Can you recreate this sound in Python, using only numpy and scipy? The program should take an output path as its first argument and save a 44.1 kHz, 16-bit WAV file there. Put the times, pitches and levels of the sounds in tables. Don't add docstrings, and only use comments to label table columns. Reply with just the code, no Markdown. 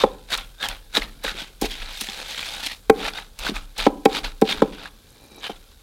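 import sys
import numpy as np
from scipy import signal
from scipy.io import wavfile
from scipy.ndimage import uniform_filter1d

SR = 44100
rng = np.random.default_rng(int(sys.argv[2]) if len(sys.argv) > 2 else 0)


def generate_wav(signal):
    frames = np.transpose(np.atleast_2d(signal))
    scaled = np.clip(frames, -1, 1) * 32767
    pcm = np.round(scaled).astype(np.int16)
    wavfile.write(sys.argv[1], SR, pcm)


N = 256662
TIME = np.arange(N) / SR

# pitch_hz, level_db
FOOD_TONE = [(82, -29), (140, -7), (328, -10), (393, -11.5), (529, -4), (607, -6.5), (818, -1), (1040, -5),
             (1570, 0), (1840, -0.5), (2790, -5), (3760, -3), (5480, -16.5), (11900, -26), (16000, -33)]
# pitch_hz, level_db, ring_s (time to fade by 60 dB)
FOOT_NOTES = [(157, -14, 0.057), (215, -7.5, 0.048), (299, -8, 0.07), (366, -14.5, 0.055),
              (300.8, -34.5, 0.41)]
# time_s, level_db
WALL_SLIDE = [(4.95, -69), (5.15, -57.5), (5.28, -53), (5.33, -48), (5.39, -42), (5.43, -54), (5.52, -80),
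              (5.65, -72)]


def knocks(cushion_s=0.002, splat_s=0.0018):
    # start_s, foot_db, wall_db, bright_db_per_octave, bottom_db, again_ms, again_db, splat_db
    blows = [(0.0370, -5.5, 0, 3.5, 6, 5.66, -10.5, -12.5), (0.971, -29, -35, -7, -28.5, 2.5, 16.5, -30),
             (1.243, -27, -21, -17, -22, 3.63, 2.5, -29), (1.618, -6, -17.5, 9.5, -14, 2.2, -11, -17),
             (1.637, -18.5, -8, -1, -42, 3.2, 1.5, -30), (2.011, -26, -39, 6, -43, 4.6, 0, -47),
             (2.082, -27.5, -39.5, 15, -48, 4.9, -1, -52), (2.660, -34, -46, 6.5, -43.5, 3.9, 1, -54),
             (2.897, 7, 9.5, 1, -26, 2.13, -9, 3), (3.489, -12, -22, -10, -29, 4.9, -17, -31.5),
             (3.513, -17, -34, -9, -34, 5.0, -2, -46), (3.8655, 3, 0, 10.5, 6, 3.21, -6.5, -7.5),
             (4.0558, 5, 2, 6.5, 6, 2.48, -10, -0.5), (4.4188, 3.2, 3.5, -3.5, -2.5, 5.2, -14, -11),
             (4.6199, 3, 0, -4, 3.5, 1.64, -16, -9), (5.495, -20.5, -16.5, 5.5, -22, 5.7, -7, -51)]
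    # pitch_hz, level_db, ring_s
    wall_notes = [(444.7, -5.5, 0.067), (427.7, -35.5, 0.52), (698, -11, 0.026), (795.7, -8, 0.048),
                  (773, -29.5, 0.25)]
    bottom_notes = [(496.6, -0.5, 0.024), (583, -3, 0.011), (846, -12, 0.038), (1002, -7, 0.017),
                    (1308, -17, 0.029), (990, -44, 0.53)]
    pestle_notes = [(1080, -1.5, 0.043), (1575, -5.5, 0.038), (1897, 4.5, 0.0068), (2253, -12, 0.065),
                    (2427, 1.5, 0.018), (3680, -23, 0.019)]
    out, t = np.zeros(N), np.arange(SR // 2) / SR
    cushion = 1 - np.exp(-t / cushion_s)
    pestle = cushion * ring(pestle_notes, t)
    for start_s, foot_db, wall_db, bright, bottom_db, again_ms, again_db, splat_db in blows:
        foot = amp(foot_db) * ring(FOOT_NOTES, t)
        wall = amp(wall_db) * ring(wall_notes, t, bright)
        bottom = amp(bottom_db) * ring(bottom_notes, t)
        wood = cushion * (foot + wall + bottom)
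        add(out, start_s, wood)
        add(out, start_s + again_ms / 1000, amp(again_db) * wood)
        splat = wet_noise(len(t)) * t / splat_s * np.exp(-t / splat_s)
        add(out, start_s, amp(splat_db) * (amp(-5) * splat + amp(-10) * pestle))
    return out


def squelch(crackle, spray, gurgle, gap_ring):
    middle = colour(fizz(1550, 10630, per_s=9000, spread_db=2.5, cycles=3.2, count=24), FOOD_TONE)
    middle = air_gap(middle, gap_ring)
    fine = colour(fizz(4500, 17000, per_s=5000, spread_db=1.5, cycles=1.7, count=10), FOOD_TONE)
    deep = colour(fizz(173, 1740, per_s=3000, spread_db=0.5, cycles=2.15, count=14), FOOD_TONE)
    deep = air_gap(deep, gap_ring)
    middle = steady(band(middle, 2210, 6140)) * crackle
    fine = steady(band(fine, 4500, SR / 2)) * spray
    deep = steady(band(deep, 87, 1340)) * amp(2) * gurgle
    clumps = unit(amp(2.5 * wander(0.003)))
    return (middle + fine + deep) * clumps


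def strokes():
    # start_s, length_s, level_db, swell_db, spray_db, gurgle_db, gap_db
    pushes = [(0.0, 0.026, -23, 1.5, -12, -8, 8), (0.304, 0.038, -26, 10.5, -5.5, -6.5, 6),
              (0.606, .057, -29, 7, -8.5, -3.5, 12.5), (0.954, 0.023, -23, 3, -6.5, -8, 10),
              (1.249, 0.065, -31, -2.5, -9, -5.5, 7), (1.63, 0.03, -29, 3, -5, -9.5, -7),
              (2.948, 0.14, -30, 17, -11, -4.5, -15), (3.396, 0.096, -27.5, 13, -9, -6, -19.5),
              (3.785, 0.084, -30.5, -1.5, -10.5, -8, -4.5), (4.083, 0.1, -28, 19.5, -8, -6, -15),
              (4.455, 0.071, -23, 16, -13, -11.5, -2), (4.786, 0.086, -41, 5.5, -16.5, -4, 3),
              (5.425, 0.043, -30, 9, -15, -8, 6)]
    # start_s, rise_s, level_db, fade_db_per_s, spray_db, gurgle_db
    pulls = [(0.372, 0.0084, -30, 281, -19, -6.5), (0.684, 0.004, -30, 239, -20, -4.5),
             (1.012, .01, -31, 304, -18, -7), (1.323, 0.083, -32.5, 240, -9, -9),
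             (1.705, .008, -31.5, 300, -7, -18), (3.118, 0.059, -33.5, 279, -10.5, -5.5),
             (3.534, 0.027, -34, 288, -6.5, -3), (4.231, 0.014, -27.5, 329, -12, -5.5),
             (4.538, 0.0067, -35, 131.5, -11, -2.5), (4.72, 0.0082, -39.5, 198, -16, -8),
             (5.494, 0.0063, -37.5, 344, -11, -5)]
    # gain, spray_db, gurgle_db, gap_db
    moves = [(amp(db) * push(s, length, swell), *tone) for s, length, db, swell, *tone in pushes]
    moves += [(amp(db) * rise_and_fade(s, rise, fade), *tone, 2) for s, rise, db, fade, *tone in pulls]
    resting = (amp(-62), 0, -4, 2)
    moves += [grind(), resting]
    crackle = np.sqrt(sum(gain ** 2 for gain, *tone in moves))
    spray, gurgle, ringing = (
        np.sqrt(sum((gain * amp(tone[k])) ** 2 for gain, *tone in moves)) for k in range(3))
    return crackle, spray, gurgle, ringing / crackle


def push(start_s, length_s, swell_db, swell_share=0.74, rise_db_per_s=908.5, stop_db_per_s=802):
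    t = TIME - start_s
    onset_db = rise_db_per_s * np.minimum(t, 0)
    pressing_db = swell_db * np.clip(t / (swell_share * length_s) - 1, -1, 0)
    since_end_s = np.maximum(t - length_s, 0)
    stop = amp(-stop_db_per_s * since_end_s)
    settling = amp(-24 - 79 * since_end_s)
    return amp(onset_db + pressing_db) * (stop + settling)


def grind(edge_s=0.02, gap_db=-0.5):
    # time_s, level_db, spray_db, gurgle_db
    turn = [(1.69, -45, -10, -13), (1.708, -36, -12, -12.5), (1.888, -40, -9, -4.5),
            (1.996, -36.5, -2.5, -13.5), (2.206, -37.5, -5, -3.5), (2.356, -33, -6, -12),
            (2.618, -35.5, -5, -4), (2.672, -26, -4, -16.5), (2.682, -39.5, -6, -14.5),
            (2.722, -29.5, -13, -11.5), (2.79, -66.5, 8.5, -8.5)]
    times, *columns = np.transpose(turn)
    level_db, spray_db, gurgle_db = (np.interp(TIME, times, column) for column in columns)
    touching = np.clip(np.minimum(TIME - times[0], times[-1] - TIME) / edge_s + 1, 0, 1)
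    lumps_db = 1.48 * wander(0.011)
    return touching * amp(level_db + lumps_db - 1), spray_db, gurgle_db - 2, gap_db


def fizz(lo_hz, hi_hz, per_s, spread_db, cycles, count):
    out = np.zeros(N)
    for hz in np.geomspace(lo_hz, hi_hz, count):
        at = np.flatnonzero(rng.random(N) < per_s / count / SR)
        strength = amp(spread_db * np.minimum(rng.exponential(1, N)[at], 4.5))
        clicks = np.zeros(N)
        clicks[at] = strength * (-1.) ** at
        out += hz * signal.oaconvolve(clicks, bubble(hz, cycles, glide=0.025))[:N]
    return out


def bubble(hz, cycles, glide):
    age = np.arange(int(5 * cycles * SR / hz) + 2) * hz / SR / cycles
    return np.exp(-age) * np.sin(2 * np.pi * cycles * age * (1 + glide * age))


def air_gap(x, strength):
    # pitch_hz, width_hz, level_db
    gap_notes = [(731, 40, -22), (1517, 110, 2.5), (2140, 70, -26), (3630, 69, 0.5)]
    drift = np.exp(0.089 * wander(0.069))
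    ringing = sum(amp(db) * resonate(x, hz * drift, width) for hz, width, db in gap_notes)
    return x + strength * ringing


def pops(rise_s=0.00047, fade_s=0.00334):
    # start_s, level_db, pitch_hz
    pockets = [(0.3292, -7, 3700), (0.3369, -7, 3670), (0.3509, -9.5, 3650), (0.6283, -10.5, 3150),
               (0.9517, -3.5, 3600), (0.9699, 1.5, 3640), (1.0213, -14, 2050), (1.28, -12, 1840),
               (1.8194, -19, 2480), (2.015, -14, 3320), (2.0376, -18, 5800), (2.088, -13, 3300),
               (2.346, -15.5, 3360), (2.3785, -15, 3130), (2.3924, -11.5, 3200), (2.4291, -15, 2350),
               (2.670, -16, 3200), (3.053, -17.5, 1750), (3.136, -20.5, 4700), (3.1848, -19.5, 2030),
               (3.4673, -9, 1470), (3.5656, -12.5, 2420), (4.1512, -16, 3950), (4.2455, -9.5, 4020),
               (4.4903, -9.5, 3160), (4.857, -20.5, 1580), (5.441, -17, 3500)]
    out, t = np.zeros(N), np.arange(1500) / SR
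    for start_s, db, hz in pockets:
        droplets = wet_noise(len(t)) * (1 - np.exp(-t / rise_s)) * np.exp(-t / fade_s)
        add(out, start_s, amp(db - 4) * bubble(hz, cycles=5, glide=0.015))
        add(out, start_s, amp(db - 13) * droplets)
    return out


def slaps(rise_s=0.0011):
    # start_s, level_db, fade_s
    hits = [(0.375, -23.5, 0.0034), (0.6862, -13, 0.0017), (1.237, -27, 0.0045), (1.613, -22.5, 0.01),
            (2.009, -19.5, 0.0057), (2.668, -37, 0.0035), (2.898, -13, 0.0022), (3.389, -25.5, 0.0043),
            (3.779, -27.5, 0.0067), (4.052, -19.5, 0.0045), (4.414, -19.5, 0.0026)]
    out, t = np.zeros(N), np.arange(3000) / SR
    for start_s, db, fade_s in hits:
        juice = unit(band(rng.standard_normal(len(t)), 2600, 9900, order=1))
        add(out, start_s, amp(db) * juice * (1 - np.exp(-t / rise_s)) * np.exp(-t / fade_s))
    return out


def threads(crackle):
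    snaps = fizz(4500, 12000, per_s=160, spread_db=2, cycles=2.5, count=10)
    stirred = amp(-37) * crackle ** 0.54
    smeared = amp(-12) * slide_gain()
    return unit(band(snaps, 4000, 14000, order=2)) * (stirred + smeared)


def slide():
    # pitch_hz, width_hz, level_db
    rub_notes = [(281, 190, 3), (450, 46, -13), (790, 170, -14.5), (2350, 61, -7.5), (3860, 100, -4)]
    slips = rng.standard_normal(N) * amp(4 * wander(0.003))
    rub = sum(amp(db) * unit(resonate(slips, hz, width)) for hz, width, db in rub_notes)
    return unit(band(rub, 150, 6000)) * slide_gain()


def slide_gain():
    return amp(np.interp(TIME, *np.transpose(WALL_SLIDE), left=-120, right=-120))


def low_rub(rise_s=0.0071, fade_db_per_s=63):
    # start_s, level_db
    rubs = [(1.04, -29.5), (1.30, -32), (4.54, -23.5)]
    slips = rng.standard_normal(N) * amp(6.4 * wander(0.0092))
    murmur = sum(amp(db) * resonate(slips, hz, 2.2 / ring_s) for hz, db, ring_s in FOOT_NOTES[:4])
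    dragging = sum(amp(db) * rise_and_fade(s, rise_s, fade_db_per_s) for s, db in rubs)
    return unit(band(murmur, 114, 750, order=2)) * amp(-15) * dragging


def table_sway(rise_s=0.036, fade_db_per_s=97, let_go_s=4.33):
    # pitch_hz, width_hz, level_db
    table_notes = [(28.16, 5.5, 2.5), (38.7, 4.5, 0.5), (71, 60, -17.5)]
    # start_s, level_db
    shoves = [(0.0, -35), (0.35, -35.5), (0.665, -35), (0.985, -32), (1.24, -35), (1.61, -30),
              (1.78, -31.5), (2.87, -36), (3.02, -38), (3.2, -49), (3.38, -35.5), (3.53, -30), (3.78, -30),
              (4.06, -42), (4.211, -29), (4.53, -33), (4.69, -42), (5.499, -43)]
    sway = np.zeros(N)
    for hz, width, db in table_notes:
        sway += amp(db) * unit(band(rng.standard_normal(N), hz - width / 2, hz + width / 2, order=2))
    shove_power = sum((amp(db) * rise_and_fade(s, rise_s, fade_db_per_s)) ** 2 for s, db in shoves)
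    tremble = amp(-49.5 - 40 * np.maximum(TIME - let_go_s, 0))
    return steady(sway, size=3000) * np.sqrt(shove_power + tremble ** 2)


def kitchen_echo(x, delay_s=0.003):
    # pitch_hz, ring_s
    ring_times = [(150, 0.77), (400, 0.38), (1000, .42), (4000, 0.053), (12000, 0.79)]
    echoes = rng.choice([-1., 1.], SR) * (rng.random(SR) < 0.06) * (np.arange(SR) > delay_s * SR)
    hz, t, spectrum = signal.stft(echoes, SR, nperseg=256)
    fade = amp(-60 * t / look_up(ring_times, hz)[:, None])
    tail = signal.istft(spectrum * fade, SR, nperseg=256)[1]
    return signal.fftconvolve(x, tail / np.linalg.norm(tail))[:N]


def room_air(level_db=-53):
    # pitch_hz, level_db
    air_tone = [(18, -16), (30, 6.5), (86, -1.5), (189, -13), (394, -16), (540, -13), (616, -25),
                (740, -26), (2540, -38), (3870, -21), (5040, -31), (12300, -26.5), (16000, -33)]
    return amp(level_db) * unit(colour(rng.standard_normal(N), air_tone, size=8192))


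def amp(db):
    return np.exp(np.asarray(db) * (np.log(10) / 20))


def unit(x):
    return x / np.sqrt(np.mean(x ** 2) + 1e-20)


def steady(x, size=1300):
    return x / np.sqrt(abs(uniform_filter1d(x ** 2, size)) + 1e-12)


def look_up(points, hz):
    pitches, values = np.transpose(points)
    return np.interp(np.log(hz + 1), np.log(pitches + 1), values)


def add(mix, start_s, sound):
    part = mix[round(start_s * SR):][:len(sound)]
    part += sound[:len(part)]


def band(x, lo_hz, hi_hz, order=3):
    edges_hz = [lo_hz, min(hi_hz, SR / 2 - 100)]
    return signal.sosfilt(signal.butter(order, edges_hz, "band", fs=SR, output="sos"), x)


def colour(x, tone, size=2048):
    hz = abs(np.fft.fftfreq(size, 1 / SR))
    log_gain = np.log(amp(look_up(tone, hz)))
    taps = np.fft.ifft(np.exp(np.conj(signal.hilbert(log_gain)))).real
    return signal.oaconvolve(x, taps)[:len(x)]


def wet_noise(samples):
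    return unit(colour(rng.standard_normal(samples), FOOD_TONE))


def wander(seconds):
    width = int(seconds * SR)
    return unit(uniform_filter1d(uniform_filter1d(rng.standard_normal(N), width), width))


def rise_and_fade(start_s, rise_s, fade_db_per_s):
    t = np.maximum(TIME - start_s, 0)
    return np.minimum(t / rise_s, 1) * amp(-fade_db_per_s * np.maximum(t - rise_s, 0))


def ring(notes, t, bright_db_per_octave=0):
    out = np.zeros(len(t))
    for k, (hz, db, ring_s) in enumerate(notes):
        tilt_db = bright_db_per_octave * np.log2(hz / notes[0][0])
        out += (-1) ** k * amp(db + tilt_db - 60 * t / ring_s) * np.sin(2 * np.pi * hz * t)
    return out


def resonate(x, hz, width_hz):
    spin = np.exp(2j * np.pi * np.cumsum(hz * np.ones(len(x))) / SR)
    decay = np.exp(-np.pi * width_hz / SR)
    return 2 * (spin * signal.lfilter([1 - decay], [1, -decay], x / spin + 1e-18)).real


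def scene():
    wood = band(knocks(), 170, 16000)
    crackle, spray, gurgle, gap_ring = strokes()
    food = squelch(crackle, spray, gurgle, gap_ring) + pops() + slaps() + threads(crackle)
    rubbing = slide() + low_rub()
    echo = kitchen_echo(amp(-15) * wood + amp(-13) * (food + rubbing))
    return (wood + food + rubbing + echo + table_sway() + room_air())[None]


def record(dry, ceiling_db=-1, react_s=0.0064, recover_db_per_s=130, top_hz=16100):
    over_db = np.maximum(20 * np.log10(abs(dry[0]) + 1e-9) - ceiling_db, 0)
    recovery_db = TIME * recover_db_per_s
    dip_db = np.maximum.accumulate(over_db + recovery_db) - recovery_db
    lag = np.exp(-1 / (react_s * SR))
    limited = dry / amp(signal.lfilter([1 - lag], [1, -lag], dip_db))
    flattened = limited / (1 + limited ** 8) ** (1 / 8)
    treble_cut = signal.firwin(511, top_hz, window=("kaiser", 9), fs=SR)
    return signal.oaconvolve(flattened, treble_cut[None], "same")


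dry = scene()
out = record(dry)
generate_wav(out)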